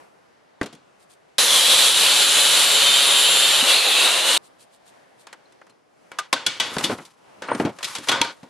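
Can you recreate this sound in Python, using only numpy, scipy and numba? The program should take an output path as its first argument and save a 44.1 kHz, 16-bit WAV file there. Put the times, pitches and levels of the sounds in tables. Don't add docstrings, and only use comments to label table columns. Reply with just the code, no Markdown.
import sys
import numpy as np
from scipy import signal
from scipy.fft import rfft, irfft, next_fast_len
from scipy.io import wavfile
from scipy.ndimage import uniform_filter1d
from numba import njit

SR = 44100
rng = np.random.default_rng(int(sys.argv[2]) if len(sys.argv) > 2 else 0)


def materialize(psi):
    bounded = np.clip(np.atleast_2d(psi).T, -1, 1)
    quanta = np.round(bounded * 32767).astype(np.int16)
    wavfile.write(sys.argv[1], SR, quanta)


N = 374409
T = np.arange(N) / SR

# mode_hz [Hz], width_hz [Hz], level_db over the dense wash [dB]
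PLATE_MODES = [(130, 30, 8), (290, 40, 6), (530, 40, 4), (935, 25, 7), (1065, 30, 6), (1210, 30, 4),
               (1450, 40, 6), (1530, 40, 6), (1950, 30, 5), (2280, 30, 6), (2950, 50, 7), (3250, 50, 6),
               (3380, 40, 6), (3550, 50, 7), (3780, 40, 5), (4230, 50, 4), (4630, 50, 5)]
# pitch_hz [Hz], level_db for each Hz [dB]
KNOCK_TONE = [(40, -8), (110, -2.5), (250, -1), (1500, -7.5), (3400, -10), (9000, -16), (11500, -17.5),
              (16000, -40)]
# pitch_hz [Hz], side_minus_mid_db [dB]
KNOCK_WIDTH = [(100, -29), (1300, -12), (4400, -9), (8000, -4.5), (15000, 4.5)]
# pitch_hz [Hz], side_minus_mid_db [dB]
QUIET_WIDTH = [(60, -5), (400, 4), (4400, -4.5), (15000, -1.5)]


def undb(db):
    return 10 ** (np.asarray(db) / 20)


def unit(x):
    return x / np.sqrt(np.mean(x ** 2))


def on_log(table, hz):
    table_hz, values = np.array(table).T
    return np.interp(np.log(hz + 1), np.log(table_hz), values)


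def walk(rate, count):
    hold = int(SR / rate)
    steps = np.repeat(rng.standard_normal(count // hold + 1), hold)
    return 1.27 * uniform_filter1d(uniform_filter1d(steps, hold), hold)[:count]


def grit(spread_db, count):
    size = np.minimum(rng.exponential(size=count), 5)
    return unit(rng.standard_normal((2, count)) * undb(spread_db * size))


def split(mid_side, tone, stereo_width, edges_hz):
    count = mid_side.shape[1]
    hz = np.fft.rfftfreq(count, 1 / SR)
    mid, side = rfft(mid_side) * undb(on_log(tone, hz))
    side = side * undb(on_log(stereo_width, hz))
    for low, peak, high in zip(edges_hz, edges_hz[1:], edges_hz[2:]):
        mask = np.interp(np.log(hz + 1), np.log([low, peak, high]), [0, 1, 0])
        yield peak, irfft(np.array([mid + side, mid - side]) * mask, count)


def zone(mid_side, tone, stereo_width, low_hz, high_hz):
    _, lower = next(split(mid_side, tone, stereo_width, (low_hz * .85, low_hz, high_hz)))
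    _, upper = next(split(mid_side, tone, stereo_width, (low_hz, high_hz, high_hz * 1.15)))
    return unit(lower + upper)


@njit
def turns(x, lag, share):
    y, past = np.zeros(len(x)), 0.
    for i in range(len(x)):
        k = int(lag[i] - .5)
        if i > k:
            past = (1 - lag[i] + k) / (1 + lag[i] - k) * (y[i - k] - past) + y[i - k - 1]
        y[i] = np.sqrt(1 - share[i] ** 2) * x[i] + share[i] * past
    return y


@njit
def moving_resonance(x, hz, width):
    y, band, low = np.empty(len(x)), 0., 0.
    for i in range(len(x)):
        g, k = np.tan(np.pi * hz[i] / SR), width[i] / hz[i]
        v = (band + g * (x[i] - low)) / (1 + g * (g + k))
        band, low, y[i] = 2 * v - band, low + 2 * g * v, k * v
    return y


def workshop_hum():
    # time_s [s], level_db [dB]
    loudness = [(0, -47.5), (.1, -55.5), (1.37, -56), (4.4, -51.5), (4.8, -57.5), (4.94, -51.5),
                (5.05, -54), (5.55, -55), (5.85, -60), (6.05, -54), (7.1, -63), (7.3, -51), (8.38, -54.5),
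                (8.49, -54)]
    # pitch_hz [Hz], level_db for each Hz [dB]
    hum_tone = [(25, -24), (90, -13.5), (140, -5), (390, -3), (670, -1), (1120, -6), (2460, -13),
                (14000, -29.5)]
    time_s, level_db = np.transpose(loudness)
    hum = 0
    for _, band in split(rng.standard_normal((2, N)), hum_tone, QUIET_WIDTH, 20 * 2 ** np.arange(0, 10, .5)):
        hum = hum + undb(1.5 * walk(4.5, N)) * band
    return unit(hum) * undb(np.interp(T, time_s, level_db))


def rustle():
    # middle_s [s], level_db [dB]
    brushes = [(1.02, -57), (1.12, -56.5), (4.458, -55), (4.617, -54), (4.745, -58.5), (4.88, -57.5),
               (5.212, -56.5)]
    # pitch_hz [Hz], level_db for each Hz [dB]
    cloth_tone = [(1000, -32), (2500, -4), (4000, 0.5), (6000, -5), (9000, 0.5), (12000, -11),
                  (15000, -22.5)]
    brush_s = 0.026
    cloth = zone(grit(4.8, N), cloth_tone, QUIET_WIDTH, 1200, 14000) * undb(2.0 * walk(74, N))
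    return cloth * sum(undb(db) * np.exp(-((T - at) / brush_s) ** 2) for at, db in brushes)


def punch():
    # start_s [s], low_mode_db [dB], high_mode_db relative to low [dB]
    pings = [(5.455, -50, -23), (5.7036, -50, -18), (7.422, -50, -1), (7.4744, -41, -5), (7.5078, -49, 9),
             (7.529, -45, 11.5), (7.5472, -46, 6), ]
    low_hz, high_hz = 4170, 8850
    held_t60_s, free_t60_s, let_go_s = .042, .075, 7.4
    out = np.zeros(N)
    for start_s, low_db, high_db in pings:
        since = np.maximum(T - start_s, 0)
        t60_s = held_t60_s if start_s < let_go_s else free_t60_s
        shape = np.minimum(since / 0.0036, 1) * undb(low_db - 60 * since / t60_s)
        high = undb(high_db) * np.sin(2 * np.pi * high_hz * since)
        out += shape * (np.sin(2 * np.pi * low_hz * since) + high)
    return out


def drags():
    # loudest_s [s], rise [dB/s], fall [dB/s], rumble_db [dB], scrape_db relative to rumble [dB]
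    drag_moves = [(6.836, 84, 105, -33.5, 1), (7.612, 119, 120, -35, -9.5), (7.87, 256, 48, -54.5, 18)]
    noise = grit(3.7, N)
    rumble = zone(noise, KNOCK_TONE, KNOCK_WIDTH, 90, 1400) * undb(3.5 * walk(60, N))
    scrape = zone(noise, KNOCK_TONE, KNOCK_WIDTH, 880, 11400) * undb(3.3 * walk(90, N))
    out = 0
    for loudest_s, rise, fall, rumble_db, scrape_db in drag_moves:
        swell_db = np.minimum(rise * (T - loudest_s), fall * (loudest_s - T))
        out = out + undb(rumble_db + swell_db) * (rumble + undb(scrape_db) * scrape)
    return out


def singing():
    # (mode_hz [Hz], level_db [dB])
    sung_blows = [(.613, 0.063, (290, -13.5), (130, -20.5)), (.6135, 0.028, (1530, -19.5), (1950, -23)),
                  (6.116, .1, (2280, -40)), (6.187, 0.088, (1210, -19.5), (1530, -29)),
                  (6.328, 0.074, (1065, -16), (3380, -20), (3780, -20), (4630, -22)),
                  (6.36, 0.094, (1530, -25.5)), (6.464, .08, (3380, -17), (1450, -25)),
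                  (6.6, .1, (2950, -19.5), (3380, -20.5), (1950, -24)), (6.84, 0.086, (2950, -20),
                  (3550, -18)), (6.895, 0.086, (290, -19.5)), (7.42, 0.065, (530, -26)),
                  (7.516, .02, (935, -7), (530, -10.5)), (7.599, 0.051, (290, -12)),
                  (7.65, 0.066, (290, -16.5)), (8.087, .06, (3380, -11), (3250, -15)),
                  (8.115, 0.14, (1450, -17.5), (935, -21), (3250, -21)), (8.216, .17, (935, -17))]
    rise_s, flutter_db = .0015, 2.5
    out = np.zeros(N + SR)
    t = np.arange(SR // 2) / SR
    modes_hz = np.array(PLATE_MODES)[:, 0]
    for start_s, t60_s, *partials in sung_blows:
        i = int(start_s * SR)
        for wanted_hz, level_db in partials:
            hz = modes_hz[np.argmin(abs(modes_hz - wanted_hz))]
            phase, apart = rng.random(2)
            neighbour = np.sin(2 * np.pi * (hz * (1.01 + .01 * apart) * t + phase))
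            pair = np.sin(2 * np.pi * hz * t) + .4 * neighbour
            out[i:i + len(t)] += pair * np.minimum(t / rise_s, 1) * undb(level_db - 60 * t / t60_s)
    return out[:N] * undb(flutter_db * walk(90, N))


def knocks():
    # start_s [s], crack_db around 2.5-6 kHz [dB], thud_db and clank_db relative to crack [dB],
    # contact_s, 60 dB fall time before each register stretches it [s], ring_db relative to blow [dB]
    blows = [(0.612, -27, 5.5, 11.5, 0.034, -24), (0.6283, -27.5, 5, -1, 0.054, -21),
             (0.6588, -31, -15, -3, 0.037, -10.5), (0.7266, -38.5, 3.5, -7, 0.055, -21),
             (0.7497, -43.5, -12, -10, .026, -9), (5.2686, -34, -24, 2.5, 0.023, -14),
             (5.3274, -34.5, -15, 6.5, 0.038, -28), (5.522, -49.5, -1, -3, 0.033, -25),
             (5.614, -55, 5, 20, 0.03, -22), (5.6662, -51, -6, 9, 0.024, -12),
             (5.695, -51, -2, -4, 0.045, -22), (6.116, -34.5, -11, 7.5, 0.018, -14),
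             (6.1856, -18, -49, -2, 0.049, -18), (6.3273, -7, -19, -4.5, 0.039, -15),
             (6.4635, -7.5, -24.5, -13.5, 0.039, -10.5), (6.5989, -11, -22, -8.5, 0.041, -5.5),
             (6.765, -20.5, 8, 6, 0.024, -28), (6.7825, -15.5, -20, -5, 0.031, -20),
             (6.808, -24, -19, 7, 0.032, -21), (6.8398, -12, -11.5, -23, 0.059, -9.5),
             (6.8945, -33, 15.5, 13.5, 0.22, -20), (6.918, -37, 10, 15, .04, -25),
             (6.9845, -43, 11.5, 15, 0.053, -22), (7.0504, -38, -29, -31, 0.067, -19),
             (7.4202, -30, -7, 4.5, 0.026, -3), (7.4839, -44, 9, 21, 0.065, 2.5),
             (7.5151, -37.5, 15, 21, 0.045, -25), (7.5478, -23.5, 9, 4, 0.027, -30),
             (7.5981, -23, 17, 11.5, 0.026, -15), (7.6495, -24.5, 12, 2, 0.043, -8),
             (7.7857, -33.5, -23, 6, 0.03, -11), (7.8064, -41, -25, 14, 0.02, -16),
             (7.8279, -20.5, -19, -9, 0.079, -13), (7.8435, -14.5, -36, -37, 0.054, -12),
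             (7.9504, -21.5, -22, -5, 0.078, -21), (7.9828, -26.5, -6, -19, 0.03, -11),
             (8.071, -32, -8, 5.5, 0.098, -14), (8.085, -10, -20, -4, 0.032, -10.5),
             (8.092, -11, -20, -4, 0.033, -15), (8.1143, -19, -11, 1.5, 0.072, -1),
             (8.2077, -34.5, 17.5, 10, .012, -25), (8.2143, 0.5, -30, -9, 0.015, -21.5),
             (8.246, -27, -13, 7, 0.028, -21), (8.4293, -42.5, 9, 1, 0.046, -11)]
    # from_s [s], to_s [s], stir_db of its resonances [dB]
    plate_spans = [(6.1, 6.3, -7), (6.3, 6.7, -7), (6.83, 6.85, -5), (7.94, 8.3, -3)]
    stilled_s = [6.26, 6.92, 7.04, 7.70, 8.05, 8.31]
    still_db_per_s = 390
    plate_t60_s, tool_t60_s = 0.43, 0.31
    tool_stir_db, tool_tick_db = -14, -1.5
    count = SR // 2
    t = np.arange(count) / SR
    hz = np.fft.rfftfreq(count, 1 / SR)
    modes = np.array([undb(db) / (1 + 2j * (hz - mode_hz) / width) for mode_hz, width, db in PLATE_MODES])
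    edges_hz = (60, 260, 1200, 3700, 8500, 16000)
    rattle, ringing = (
        [unit(band) for _, band in split(grit(spread_db, N), KNOCK_TONE, KNOCK_WIDTH, edges_hz)]
        for spread_db in (1.0, 1.34))
    out = np.zeros((2, N + count))
    for start_s, crack_db, thud_db, clank_db, contact_s, ring_db in blows:
        on_plate = [db for a, b, db in plate_spans if a < start_s < b]
        tick_db = -3.5 - 0.1292 * crack_db - 0.6 * max(thud_db, 0) + (0 if on_plate else tool_tick_db)
        t60_s = plate_t60_s if on_plate else tool_t60_s
        i, j = int(start_s * SR), int(rng.random() * (N - count))
        registers = ((thud_db, 2.5, 2.5, 1.2), (clank_db, 1.4, 2.5, 1.3), (0, 1, 0, 1), (tick_db, .9, -4, .75))
        hit, tail = 0, 0
        for blow, wash, (part_db, slow, wash_db, linger) in zip(rattle, ringing, registers):
            rise = undb(crack_db + part_db - 9.5) * np.minimum(t / (0.0017 * slow), 1)
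            fall = undb(-60 * (t / (contact_s * slow)) ** 1.456)
            hit = hit + rise * blow[:, j:j + count] * fall
            wash_fall = undb(ring_db + wash_db - 60 * t / (t60_s * linger))
            tail = tail + rise * wash[:, j:j + count] * wash_fall
        spot_db = rng.uniform(-5, 5, len(PLATE_MODES))
        stir = undb(spot_db + (sum(on_plate) if on_plate else tool_stir_db)) @ modes
        hit_spectrum = rfft(hit) * (1 + 0.7 * stir)
        tail_spectrum = rfft(tail) * (1 + stir) / (1 + (hz / 10800) ** 6)
        until_stilled = min([d for d in stilled_s if d > start_s] + [N / SR]) - start_s
        damping = undb(-still_db_per_s * np.maximum(t - until_stilled, 0))
        out[:, i:i + count] += irfft(hit_spectrum + tail_spectrum, count) * damping
    return out[:, :N]


def scratches(t, lag, share, drone_db, hiss_db, skip_s):
    # pitch_hz [Hz], level_db for each Hz [dB]
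    grind_tone = [(30, -42), (163, -23.5), (345, -18.5), (529, -9), (630, -12), (1370, -9), (2000, -11),
                  (2600, -8), (3600, -3), (4500, -7.5), (5000, -9), (7360, -8), (10400, -6.5),
                  (12500, -18.5), (14500, -25), (16000, -46)]
    # pitch_hz [Hz], side_minus_mid_db [dB]
    grind_width = [(60, -10), (300, -6.5), (2400, -12), (4400, -9.5), (8000, -7), (15000, 0)]
    drone_left_db = 1.16
    count = len(t)
    scratch = np.array([turns(x, lag, .4 * share) for x in grit(1.5, count)])
    parts = {"drone": 0, "ring": 0, "hiss": 0}
    for hz, band in split(scratch, grind_tone, grind_width, 30 * 2 ** np.arange(0, 9.3, 1 / 5)):
        name = "drone" if hz < 2300 else "ring" if hz < 5000 else "hiss"
        growl_db = np.interp(hz, (200, 282, 800, 900), (-7, 1, 1.5, -0.5))
        band = band * undb(growl_db * (t > skip_s))
        flicker_db = (1 - share / 2) * (walk(5, count) + walk(25, count))
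        parts[name] = parts[name] + undb(flicker_db) * band
    lean_db = drone_left_db * np.array([[.5], [-.5]])
    drone = unit(parts["drone"]) * undb(drone_db + lean_db)
    return unit(parts["ring"]) * undb(-1) + drone + unit(parts["hiss"]) * undb(hiss_db)


def disc_whine(lag, share, low_hz, high_hz, low_db, high_db):
    count = len(lag)
    mid, side = (turns(x, lag, share) for x in grit(2.8, count))
    width = np.interp(share, (0, 1), (320, 400))
    treble = 7280 + 0 * lag, -19.5 + 7 * np.minimum(2 * share, 1), 1.4
    sound = 0
    for hz, db, broad in ((low_hz, low_db, 1), (high_hz, low_db + high_db, 1), treble):
        hz = hz * (1 + .013 * (1 - share) * walk(16, count))
        ridge = []
        for x in (mid + side / 5, mid - side / 5):
            once = moving_resonance(x, hz, broad * width)
            ridge.append(moving_resonance(once, hz, broad * width))
        sound = sound + unit(np.array(ridge)) * undb(db + 1.6 * (1 - share) * walk(20, count))
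    hz = 72 * SR / lag * (1 + .008 * walk(3, count))
    guard = []
    for x in (mid + side / 2, mid - side / 2):
        guard.append(moving_resonance(moving_resonance(x, hz, width), hz, width))
    return sound + unit(np.array(guard)) * undb(-18 + 3 * walk(4, count))


def skip_thump(t, skip_s):
    since = np.maximum(t - skip_s, 0)
    shape = undb(-20 - 60 * since / 0.058) * np.minimum(since / 0.0042, 1)
    return shape * np.sin(2 * np.pi * 254 * since)


def grinder():
    # time_s [s], ring_db [dB], low_ridge_hz [Hz], high_ridge_hz [Hz],
    # low_ridge_db relative to ring [dB], high_ridge_db relative to low ridge [dB]
    grinding = [(1.41, -21, 4100, 4400, -1.5, -8.5), (1.49, -20, 3520, 4100, -1.5, -1.5),
                (1.6, -18.5, 3140, 3950, -3.5, -1), (1.8, -17, 3620, 3900, -7.5, 0),
                (1.95, -17, 2960, 3800, -10.5, -1), (2.3, -17.5, 3090, 4080, -11, -0.5),
                (2.7, -17.5, 2940, 3620, -8, 0), (2.87, -17, 3190, 3660, -5, -1.5),
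                (3.54, -17, 3080, 3540, -6, 0), (3.64, -19.5, 2900, 3850, -8, 2.5),
                (3.76, -17, 2700, 4200, -10, 4.5), (3.9, -18, 2600, 3900, -8, 0),
                (4.12, -19.5, 2710, 3800, -6, -0.5), (4.3, -20, 2940, 4200, -7, -2)]
    # time_s [s], turn_hz [turns per second], share of grit pattern returning each turn [0-1]
    spin = [(1.9, 142, 0), (2.1, 143.6, .5), (2.7, 143, .5), (2.9, 140, .94), (3.56, 134.8, .92),
            (3.64, 136, 0)]
    on_s, off_s, skip_s = 1.3825, 4.377, 3.625
    a, b = int(on_s * SR), int(off_s * SR)
    count = next_fast_len(b - a)
    t = on_s + np.arange(count) / SR
    time_s, *columns = np.transpose(grinding)
    ring_db, low_hz, high_hz, low_db, high_db = (np.interp(t, time_s, column) for column in columns)
    drone_db = -26 + 0.15 * (t - on_s) - ring_db
    hiss_db = -19.5 - 1.55 * (t - on_s) - ring_db
    spin_s, turn_hz, share = np.transpose(spin)
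    lag, share = SR / np.interp(t, spin_s, turn_hz), np.interp(t, spin_s, share)
    sound = scratches(t, lag, share, drone_db, hiss_db, skip_s)
    sound = sound + disc_whine(lag, share, low_hz, high_hz, low_db, high_db)
    sound = sound * undb(ring_db + 1.2 * (1 - share) * walk(30.03, count))
    sound = sound + skip_thump(t, skip_s)
    out = np.zeros((2, N))
    out[:, a:b] = sound[:, :b - a]
    return out


def scene():
    left_db = 0.86
    hands = workshop_hum() + rustle() + punch() + drags() + singing() + knocks()
    return hands * undb(np.array([[left_db], [-left_db]]) / 2) + grinder()


def record(dry):
    return signal.sosfilt(signal.ellip(10, .2, 80, 15600, fs=SR, output="sos"), dry)


dry = scene()
out = record(dry)
materialize(out)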